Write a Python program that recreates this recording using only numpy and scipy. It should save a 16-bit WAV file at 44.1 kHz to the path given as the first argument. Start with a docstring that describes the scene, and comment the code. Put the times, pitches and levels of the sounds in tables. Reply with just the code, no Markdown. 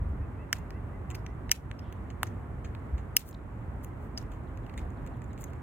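"""A nut is gnawed just above the microphones: four loud cracks of the shell and two light ones, small nibbles, chewing.
Behind lie a low rumble, a light breeze and far birds. Bites and cracks are fractures that ring a resonant shell;
birds are gliding tones and shaped noise; the rumble is filtered noise. The trunk and the woods return echoes.
A peak limiter ducks everything at peaks and lets the background recover slowly."""
import sys
import numpy as np
from scipy import signal
from scipy.fft import rfft, irfft
from scipy.io import wavfile
from scipy.ndimage import uniform_filter1d, minimum_filter1d

SR = 44100
rng = np.random.default_rng(int(sys.argv[2]) if len(sys.argv) > 2 else 0)


def file_out(sig):
    """Save sig as 16-bit WAV at sys.argv[1]."""
    # one column per channel
    cols = np.atleast_2d(sig).T
    # limit, then scale
    lim = np.clip(cols, -1, 1)
    pcm = np.round(lim * 32767).astype(np.int16)
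    wavfile.write(sys.argv[1], SR, pcm)


N = 247842
TIME = np.arange(N) / SR
RUN_UP_SAMPLES = 600  # fractures kept before each snap

# shell splits: t/s, crumbling time/s, crunch level/dB, echo level/dB, factor on the shell's pitches,
# knock f/Hz, knock width/Hz, knock level/dB, then level/dB of each of the five shell modes
CRACK_ROWS = [(0.5294, 0.0021, -10.5, -22.5, 1.015, 1820, 744, 14, 7, 8, -1.5, 1, -9),
              (1.5162, 0.002, -7, -14.5, 1.015, 2080, 620, 19.5, 21.5, 25, 10.5, 18, 0),
              (2.2319, 0.0017, -5, -26.5, 0.98, 1216, 905, 12, 3, -17, -9.5, 0, -18),
              (3.1676, 0.0011, -4.5, -12, 0.97, 2320, 786, 21, 22, 26.5, 11.5, 25, 18.5),
              (4.1763, 0.0022, 1.5, -28, 0.95, 2210, 700, -13, -16, -1, -40, -32, -34),
              (4.7779, 0.0047, -1.5, -33, 1.29, 2026, 324, -2.5, -11, -19.5, -25, -34, -42.5)]


def gain_of(db):
    """Decibels to an amplitude factor."""
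    return 10 ** (np.asarray(db) / 20)


def evened(x):
    """Scales to rms 1."""
    return x / np.sqrt(np.mean(x ** 2) + 1e-20)


def read(points, hz):
    """Interpolates (f/Hz, value) points on a log-frequency axis."""
    f, value = np.transpose(points)
    return np.interp(np.log(hz + 1), np.log(f + 1), value)


def add(mix, s, sound):
    """Lays a sound into the mix at time s."""
    part = mix[max(round(s * SR), 0):][:len(sound)]
    part += sound[:len(part)]


def hump(hz, centre, width):
    """Gain of a steep resonance: 1 at its centre, dark far below it."""
    detuning = (hz ** 2 - centre ** 2) / (1.43 * width * (hz + 1))
    return 1 / (1 + detuning ** 2)


def ring(modes, hollows=(), size=2048):
    """Minimum-phase response to one tiny fracture: (f/Hz, width/Hz, level/dB) modes, (f/Hz, width/Hz) hollows."""
    hz = abs(np.fft.fftfreq(size, 1 / SR))
    power = sum((gain_of(db) * hump(hz, f, width)) ** 2 for f, width, db in modes)
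    for f, width in hollows:
        power = power * (1 - .75 * hump(hz, f, width)) ** 2
    log_gain = .5 * np.log(power + 1e-10)
    spectrum = np.exp(np.conj(signal.hilbert(log_gain)))
    return np.fft.ifft(spectrum).real[:size // 2]


def crumble(seconds, share, per_s, onset=0.11):
    """One snap amid small fractures (a share of the energy, at most .97): a short soft onset and a longer decay."""
    t = np.arange(-RUN_UP_SAMPLES, SR // 12) / SR
    sizes = rng.standard_normal(len(t)) * (rng.random(len(t)) < per_s / SR)
    distance_s = np.maximum(t, -t / onset)  # onset: its time over the decay time
    train = sizes * np.exp(-distance_s / (2 * seconds + 1e-4))
    share = np.clip(share, 0, .97)
    train *= np.sqrt(share) / (np.linalg.norm(train) + 1e-12)
    train[RUN_UP_SAMPLES] += np.sqrt(1 - share)
    return train


def grains(per_s, spread_db, modes):
    """A steady stream of tiny fractures of uneven size, rms 1."""
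    sizes = gain_of(spread_db * np.minimum(rng.exponential(1, N), 3)) * rng.choice([-1, 1], N)
    hits = sizes * (rng.random(N) < per_s / SR)
    return evened(signal.oaconvolve(hits, ring(modes))[:N])


def band_noise(centre, width):
    """Noise in one resonance, rms 1."""
    hz = np.fft.rfftfreq(N, 1 / SR)
    spectrum = rfft(rng.standard_normal(N)) * hump(hz, centre, width)
    return evened(irfft(spectrum, N))


def swells(rows):
    """Smooth rises and falls: (centre t/s, length/s between 1/e points, level/dB) rows."""
    return sum(gain_of(db) * np.exp(-(2 * (TIME - s) / length) ** 2) for s, length, db in rows)


def rumble():
    """Filtered noise: distant rumble and wash, nearly mono in the bass, its level wavering a little."""
    # spectrum before scaling to rms 1: f/Hz, density/dB per Hz
    air = [(18, -47), (30, -15.5), (48, 2), (115, -1.5), (160, -9.5), (260, -12), (500, -21), (1100, -23),
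           (2000, -33), (3000, -46), (5000, -60.5), (8000, -57), (11500, -60.5), (15400, -63),
           (16300, -71.5)]
    # correlation of the two microphones: f/Hz, correlation (-1 to 1)
    likeness = [(60, .93), (130, .93), (240, 0.9), (480, .55), (950, 0.3), (1900, 0.2), (3500, -.4),
                (8000, .4)]
    # balance: f/Hz, left minus right/dB
    balance = [(60, -0.5), (200, -2.5), (380, -6.5), (700, -3), (1300, -1), (4400, -0.5)]
    air_db, waver_db = -38.5, .5
    hz = np.fft.rfftfreq(N, 1 / SR)
    left, other = rfft(rng.standard_normal((2, N)))
    same = read(likeness, hz)
    right = same * left + np.sqrt(1 - same ** 2) * other
    tilt_db = np.array([[.5], [-.5]]) * read(balance, hz)
    pair = np.array([left, right]) * gain_of(read(air, hz) + tilt_db)
    drift = uniform_filter1d(rng.standard_normal(N), size=4000)
    waver = evened(uniform_filter1d(drift, size=4000))
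    return gain_of(air_db) * evened(irfft(pair, N)) * gain_of(waver_db * waver)


def breeze():
    """Puffs on the microphone: short swells of narrow low noise."""
    # puffs: centre t/s, length/s, level/dB
    puffs = [(.03, 0.13, -27.5), (.125, 0.05, -28.5), (.21, 0.051, -26.5), (2.94, 0.043, -30.5)]
    return swells(puffs) * band_noise(centre=63.5, width=20.6)


def song(notes, pitch, partials=((1, 0),), waver=0.0038):
    """Repeats a gliding tone, louder towards its end, varying in pitch, length and colour."""
    out = np.zeros(N)
    for s, db in notes:
        jitter = np.array([[.06], [.008]]) * rng.standard_normal((2, 1))  # length, pitch
        at, hz = np.transpose(pitch) * (1 + jitter)
        t = np.arange(0, at[-1], 1 / SR)
        drift = evened(uniform_filter1d(rng.standard_normal(SR // 4), size=200))[:len(t)]
        turns = np.cumsum(np.interp(t, at, hz) * (1 + waver * drift)) / SR
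        tone = 0
        for k, partial_db in partials:
            colour = gain_of(partial_db + 2 * rng.standard_normal())
            tone = tone + colour * np.sin(2 * np.pi * k * turns)
        envelope = np.hanning(len(t)) ** .5 * (t / t[-1] + 0.49)
        add(out, s, gain_of(db) * evened(tone * envelope))
    return out


def yelps():
    """Hoarse yelps rise, then drop off; only the third and fourth harmonics carry this far."""
    # yelps: t/s, factor on the pitch, level/dB before distance loss, fourth against third harmonic/dB
    yelp_rows = [(.171, .975, -64, -7), (.352, .97, -62.5, -1), (.531, 1.01, -62, -8), (.708, 1, -61, -7),
                 (.886, .995, -63.5, -12), (1.066, .995, -63, -9), (1.247, .99, -64, -12)]
    # fundamental through one yelp: t/s, f/Hz
    yelp_pitch = [(0, 580), (.04, 652), (.072, 690), (.083, 682), (.098, 570)]
    out = np.zeros(N)
    for s, factor, db, fourth_db in yelp_rows:
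        out += song([(s, db)], np.array(yelp_pitch) * [1, factor], [(3, 0), (4, fourth_db)], waver=.009)
    return out


def rasps():
    """A far bird's short rasp: two swells of band noise."""
    # swells: centre t/s, length/s, level/dB before distance loss
    rasp_rows = [(1.86, 0.1, -64), (1.96, 0.056, -69)]
    return swells(rasp_rows) * band_noise(centre=3050, width=620)


def slurs(count=7):
    """An even run of falling whistles in a crescendo, their pitch blurred by distance."""
    # pitch through one slur: t/s, f/Hz
    slur_pitch = [(0, 4680), (.013, 4000), (0.023, 3276), (.034, 2550)]
    from_s, every_s = 4.461, .167
    first_db, rise_db_per_s = -76, 4  # before distance loss
    after_s = every_s * np.arange(count)
    return song(zip(from_s + after_s, first_db + rise_db_per_s * after_s), slur_pitch, waver=.06)


def chips():
    """Two short chips, perhaps a bird: quick swells of band noise."""
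    # chips: centre t/s, length/s, level/dB
    chip_rows = [(3.3292, .003, -52), (3.347, .0045, -50)]
    return swells(chip_rows) * band_noise(centre=3800, width=1100)


def debris():
    """Crumbs crackle on after each split: fracture grains dying away, level tied to the split's echo level."""
    below_echo_db, decay_s = -38, .028
    fall = np.zeros(N)
    for s, _, _, echo_db, *_ in CRACK_ROWS:
        fall += gain_of(echo_db + below_echo_db) * (TIME > s) * np.exp(-abs(TIME - s) / decay_s)
    return fall * grains(per_s=260, spread_db=2.5, modes=[(2400, 1400, -1), (7200, 4000, 0), (12500, 4500, -2)])


def rustles():
    """Gritty rustles, swells of dense bright fractures: crumbs after a crack, teeth dragged over the shell."""
    # rustles: centre t/s, length/s, level/dB
    rustle_rows = [(3.19, 0.026, -41), (3.215, 0.03, -53), (3.28, 0.055, -54.5), (3.84, 0.017, -56.5),
                   (4.04, 0.07, -72), (5.415, 0.032, -58)]
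    return swells(rustle_rows) * grains(per_s=2200, spread_db=0.5, modes=[(7060, 8300, -9), (12720, 4200, -5.0)])


def crumb_chewing():
    """Sparse ticks of chewed crumbs under a moving level."""
    # level curve: t/s, level/dB
    chewing_level = [(0, -92), (4.1, -87), (5.1, -85), (5.25, -81), (5.5, -81), (5.62, -86)]
    ticks = grains(per_s=62, spread_db=2.0, modes=[(2230, 1200, 0.0), (7200, 830, 5.5), (13000, 4000, -11.0)])
    return gain_of(np.interp(TIME, *np.transpose(chewing_level))) * ticks


def bite(seconds, ring_hz, ring_db, knock_hz, knock_db, fizz_db):
    """Fractures knock the nut, ring its shell and fizz; the longer the bite, the more of it is grit."""
    modes = [(knock_hz, 1300, knock_db), (ring_hz, 870, ring_db), (11980, 3300, fizz_db)]
    snap_s = 0.00051  # at this length grit and snap share the energy equally
    grit_share = seconds ** 2 / (seconds ** 2 + snap_s ** 2)
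    return signal.fftconvolve(crumble(seconds, grit_share, per_s=3400), ring(modes))


def chews():
    """The jaw closes on crumbs: quick, uneven strokes, each a soft bite."""
    # strokes: t/s, ring level/dB, knock level/dB
    chew_rows = [(4.574, -29.5, -22), (4.665, -34, -21), (4.696, -41, -18.5), (4.739, -32, -20.5),
                 (4.904, -32.5, -33), (5.17, -35, -33), (5.219, -24.5, -22.5), (5.242, -26, -31),
                 (5.332, -27, -27), (5.378, -30, -20.5), (5.504, -31, -33), (5.534, -29.5, -21)]
    out = np.zeros(N)
    for s, ring_db, knock_db in chew_rows:
        stroke = bite(0.00099, 6920, ring_db, knock_hz=2000, knock_db=knock_db, fizz_db=-42)
        add(out, s - RUN_UP_SAMPLES / SR, stroke)
    return out


def nibbles():
    """Teeth chip the shell: short bites are single ticks, longer ones break up into grit."""
    # bites: t/s, crumbling time/s, ring f/Hz, ring level/dB, knock f/Hz, knock level/dB, fizz level/dB
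    nibble_rows = [(.562, 0.0034, 7000, -26, 2000, -20, -35), (.585, 0.0024, 6600, -24, 2200, -31, -29),
                   (0.7062, 0.0004, 5250, -20.5, 1250, -12, -35),
                   (1.1033, 0.0016, 6900, -14, 2400, -14.5, -27),
                   (1.112, 0.0022, 6960, -15, 2300, -16, -36),
                   (1.1468, 0.0026, 5200, -9.5, 2230, -9.5, -25),
                   (1.1543, 0.0014, 6500, -13, 2490, -16, -18.5),
                   (1.2644, 0.0011, 5860, -18, 2230, -14, -34), (1.4948, 0.00035, 5470, -25, 2100, -7, -45),
                   (1.5199, 0.0007, 7000, -4, 2100, 6, -10), (1.5219, 0.00055, 6000, 0, 2370, 7, 1),
                   (1.5515, .0006, 7000, -18, 2300, -23, -24), (1.559, 0.003, 7480, -18, 2210, -21, -32),
                   (1.7142, 0.00045, 5840, -17, 1800, -7.5, -52.5),
                   (1.7904, 0.002, 5360, -18.5, 3080, -22.5, -33),
                   (1.926, 0.0013, 6440, -26, 2200, -18, -27.5),
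                   (2.103, 0.0025, 6700, -24, 2070, -14.5, -51),
                   (2.269, 0.0043, 6300, -17, 2200, -19.5, -31),
                   (2.646, 0.0078, 6640, -19, 1690, -11.5, -44.5),
                   (2.7504, 0.00058, 6550, -29, 1390, -13, -44),
                   (2.981, 0.0087, 6800, -23.5, 2150, -17.5, -43),
                   (3.2065, .0006, 7500, -19, 2400, -24, -21.5), (3.217, .001, 6500, -23, 2400, -16.5, -27),
                   (3.290, .0005, 6400, -22, 2300, -35, -16),
                   (3.3113, 0.00053, 7050, -20, 2310, -31.5, -30),
                   (3.3415, 0.0015, 7000, -30, 2300, -30.5, -42),
                   (3.8465, 0.0004, 6600, -18, 2000, -22.5, -17),
                   (4.1784, 0.00066, 5200, -10.5, 2200, -17, -26.5),
                   (4.1838, 0.0007, 6200, -14, 1980, -20, -27.5),
                   (4.227, 0.0013, 6840, -31, 2300, -28, -36), (4.318, 0.012, 6900, -25, 2220, -19.5, -33),
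                   (4.783, 0.0032, 6700, -24, 1990, -14.5, -42),
                   (4.7935, 0.0019, 7200, -23.5, 2200, -19, -40),
                   (5.0643, 0.0012, 6970, -25, 2176, -23.5, -33),
                   (5.074, 0.0014, 7000, -23.5, 2200, -22, -37.5),
                   (5.3852, 0.0054, 7350, -26, 2190, -23, -34), (5.41, .003, 7060, -20, 2200, -27, -21),
                   (5.42, .001, 7200, -23, 2200, -31, -35), (5.431, 0.0013, 7150, -23, 2200, -27, -45),
                   (5.4402, 0.00097, 6780, -8.5, 2120, -18.5, -18.5)]
    out = np.zeros(N)
    for s, *shape in nibble_rows:
        add(out, s - RUN_UP_SAMPLES / SR, bite(*shape))
    return out


def cracks_outward():
    """Splits as they reach the woods: over all directions the shell's modes blur into one broad snap."""
    # broad modes: f/Hz, width/Hz, level/dB
    spread = [(2100, 2200, 6.5), (5700, 5000, -2), (12000, 6000, -8.5)]
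    out = np.zeros(N)
    for s, _, _, echo_db, *_ in CRACK_ROWS:
        add(out, s, gain_of(echo_db) * ring(spread))
    return out


def cracks():
    """Each snap knocks the nut and rings the shell; the crunch round it is too fine to stir the low knock."""
    # shell modes before the pitch factor: f/Hz, width/Hz
    shell = [(2880, 350), (5500, 880), (7300, 1600), (11500, 1820), (14600, 1200)]
    # hollows where the shell's faces cancel, f before the pitch factor: f/Hz, width/Hz
    hollow_rows = [(2480, 120), (4150, 90)]
    out = np.zeros(N)
    fine = signal.butter(2, 3200, "high", fs=SR)
    for s, seconds, crunch_db, _, scale, knock_hz, knock_width, knock_db, *mode_db in CRACK_ROWS:
        modes = [(f * scale, width, db) for (f, width), db in zip(shell, mode_db)]
        modes.append((knock_hz, knock_width, knock_db))
        body = ring(modes, [(f * scale, width) for f, width in hollow_rows])
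        crunch = crumble(seconds, share=1, per_s=20000, onset=0.3)
        force = gain_of(crunch_db) * signal.lfilter(*fine, crunch)
        force[RUN_UP_SAMPLES] += 1
        add(out, s - RUN_UP_SAMPLES / SR, signal.fftconvolve(force, body))
    return out


def near(x):
    """Direct sound and tree echoes bend round the recorder's body to its two ports."""
    # echoes off branch and trunk: delay/s, level/dB
    trunk = [(.0029, -20), (.0056, -28)]
    # phase between the ports: f/Hz, left lead/rad
    port_phase = [(100, 0), (1500, -.5), (2700, -.1), (3700, -2.4), (4500, -3.6), (5700, -2.4), (7200, -.9),
                  (9300, .5), (10500, 2.5), (12300, 4.3), (14500, 6.2)]
    # shading by the body: f/Hz, left minus right/dB
    shade = [(2400, 0), (3100, -4), (4100, 9), (5000, 2), (9200, 1), (10200, 7), (11200, 2)]
    hz = np.fft.rfftfreq(N, 1 / SR)
    paths = 1 + sum(gain_of(db) * np.exp(-2j * np.pi * hz * delay) for delay, db in trunk)
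    left = gain_of(.5 * read(shade, hz)) * np.exp(.5j * read(port_phase, hz))
    return irfft(rfft(x) * paths * np.array([left, 1 / left]), N)


def woods(x, taps_per_s=5000):
    """Twigs, trunks and ground scatter a short echo in grainy clumps, its taps different at each microphone."""
    # echo envelope before scaling to unit energy: t/s after the sound, level/dB
    echo_level = [(0, -15), (.008, 1.5), (.02, 1), (.043, 0), (.06, -12), (.11, -26), (.3, -56)]
    clump_s, clump_db = .003, 3.2
    t = np.arange(SR // 3) / SR
    taps = rng.standard_normal((2, len(t))) * (rng.random((2, len(t))) < taps_per_s / SR)
    knots = np.arange(0, t[-1], clump_s)
    clumps = np.interp(t, knots, np.clip(rng.standard_normal(len(knots)), -1.5, 1.5))
    tail = taps * gain_of(np.interp(t, *np.transpose(echo_level)) + clump_db * clumps)
    tail /= np.linalg.norm(tail, axis=1, keepdims=True)
    return signal.fftconvolve(x[None], tail, axes=1)[:, :N]


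def scene():
    """The gnawing is close, the birds far and echoing."""
    background = rumble() + breeze()
    far_birds = yelps() + rasps() + slurs()
    chip = chips()
    small = debris() + rustles() + crumb_chewing() + chews() + nibbles()
    echo = woods(cracks_outward() + gain_of(-17) * (small + chip) + gain_of(-10) * far_birds)
    return background + gain_of(-4.5) * far_birds + chip + echo + near(cracks() + small)


def record(dry, ceiling_db=1.06, recovery_s=0.15):
    """A peak limiter falls at once and recovers slowly; then a low-pass limits the band."""
    over_db = np.maximum(20 * np.log10(abs(dry).max(0) + 1e-9) - ceiling_db, 0)
    over_db = -minimum_filter1d(-over_db, size=90)  # looks a millisecond ahead
    fade = np.exp(-TIME / recovery_s)
    held_db = np.maximum.accumulate(over_db / fade) * fade
    limited = dry / gain_of(uniform_filter1d(held_db, size=60))
    low_pass = signal.firwin(401, 16500, window=("kaiser", 9), fs=SR)
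    return signal.oaconvolve(limited, low_pass[None], "same")


dry = scene()
out = record(dry)
file_out(out)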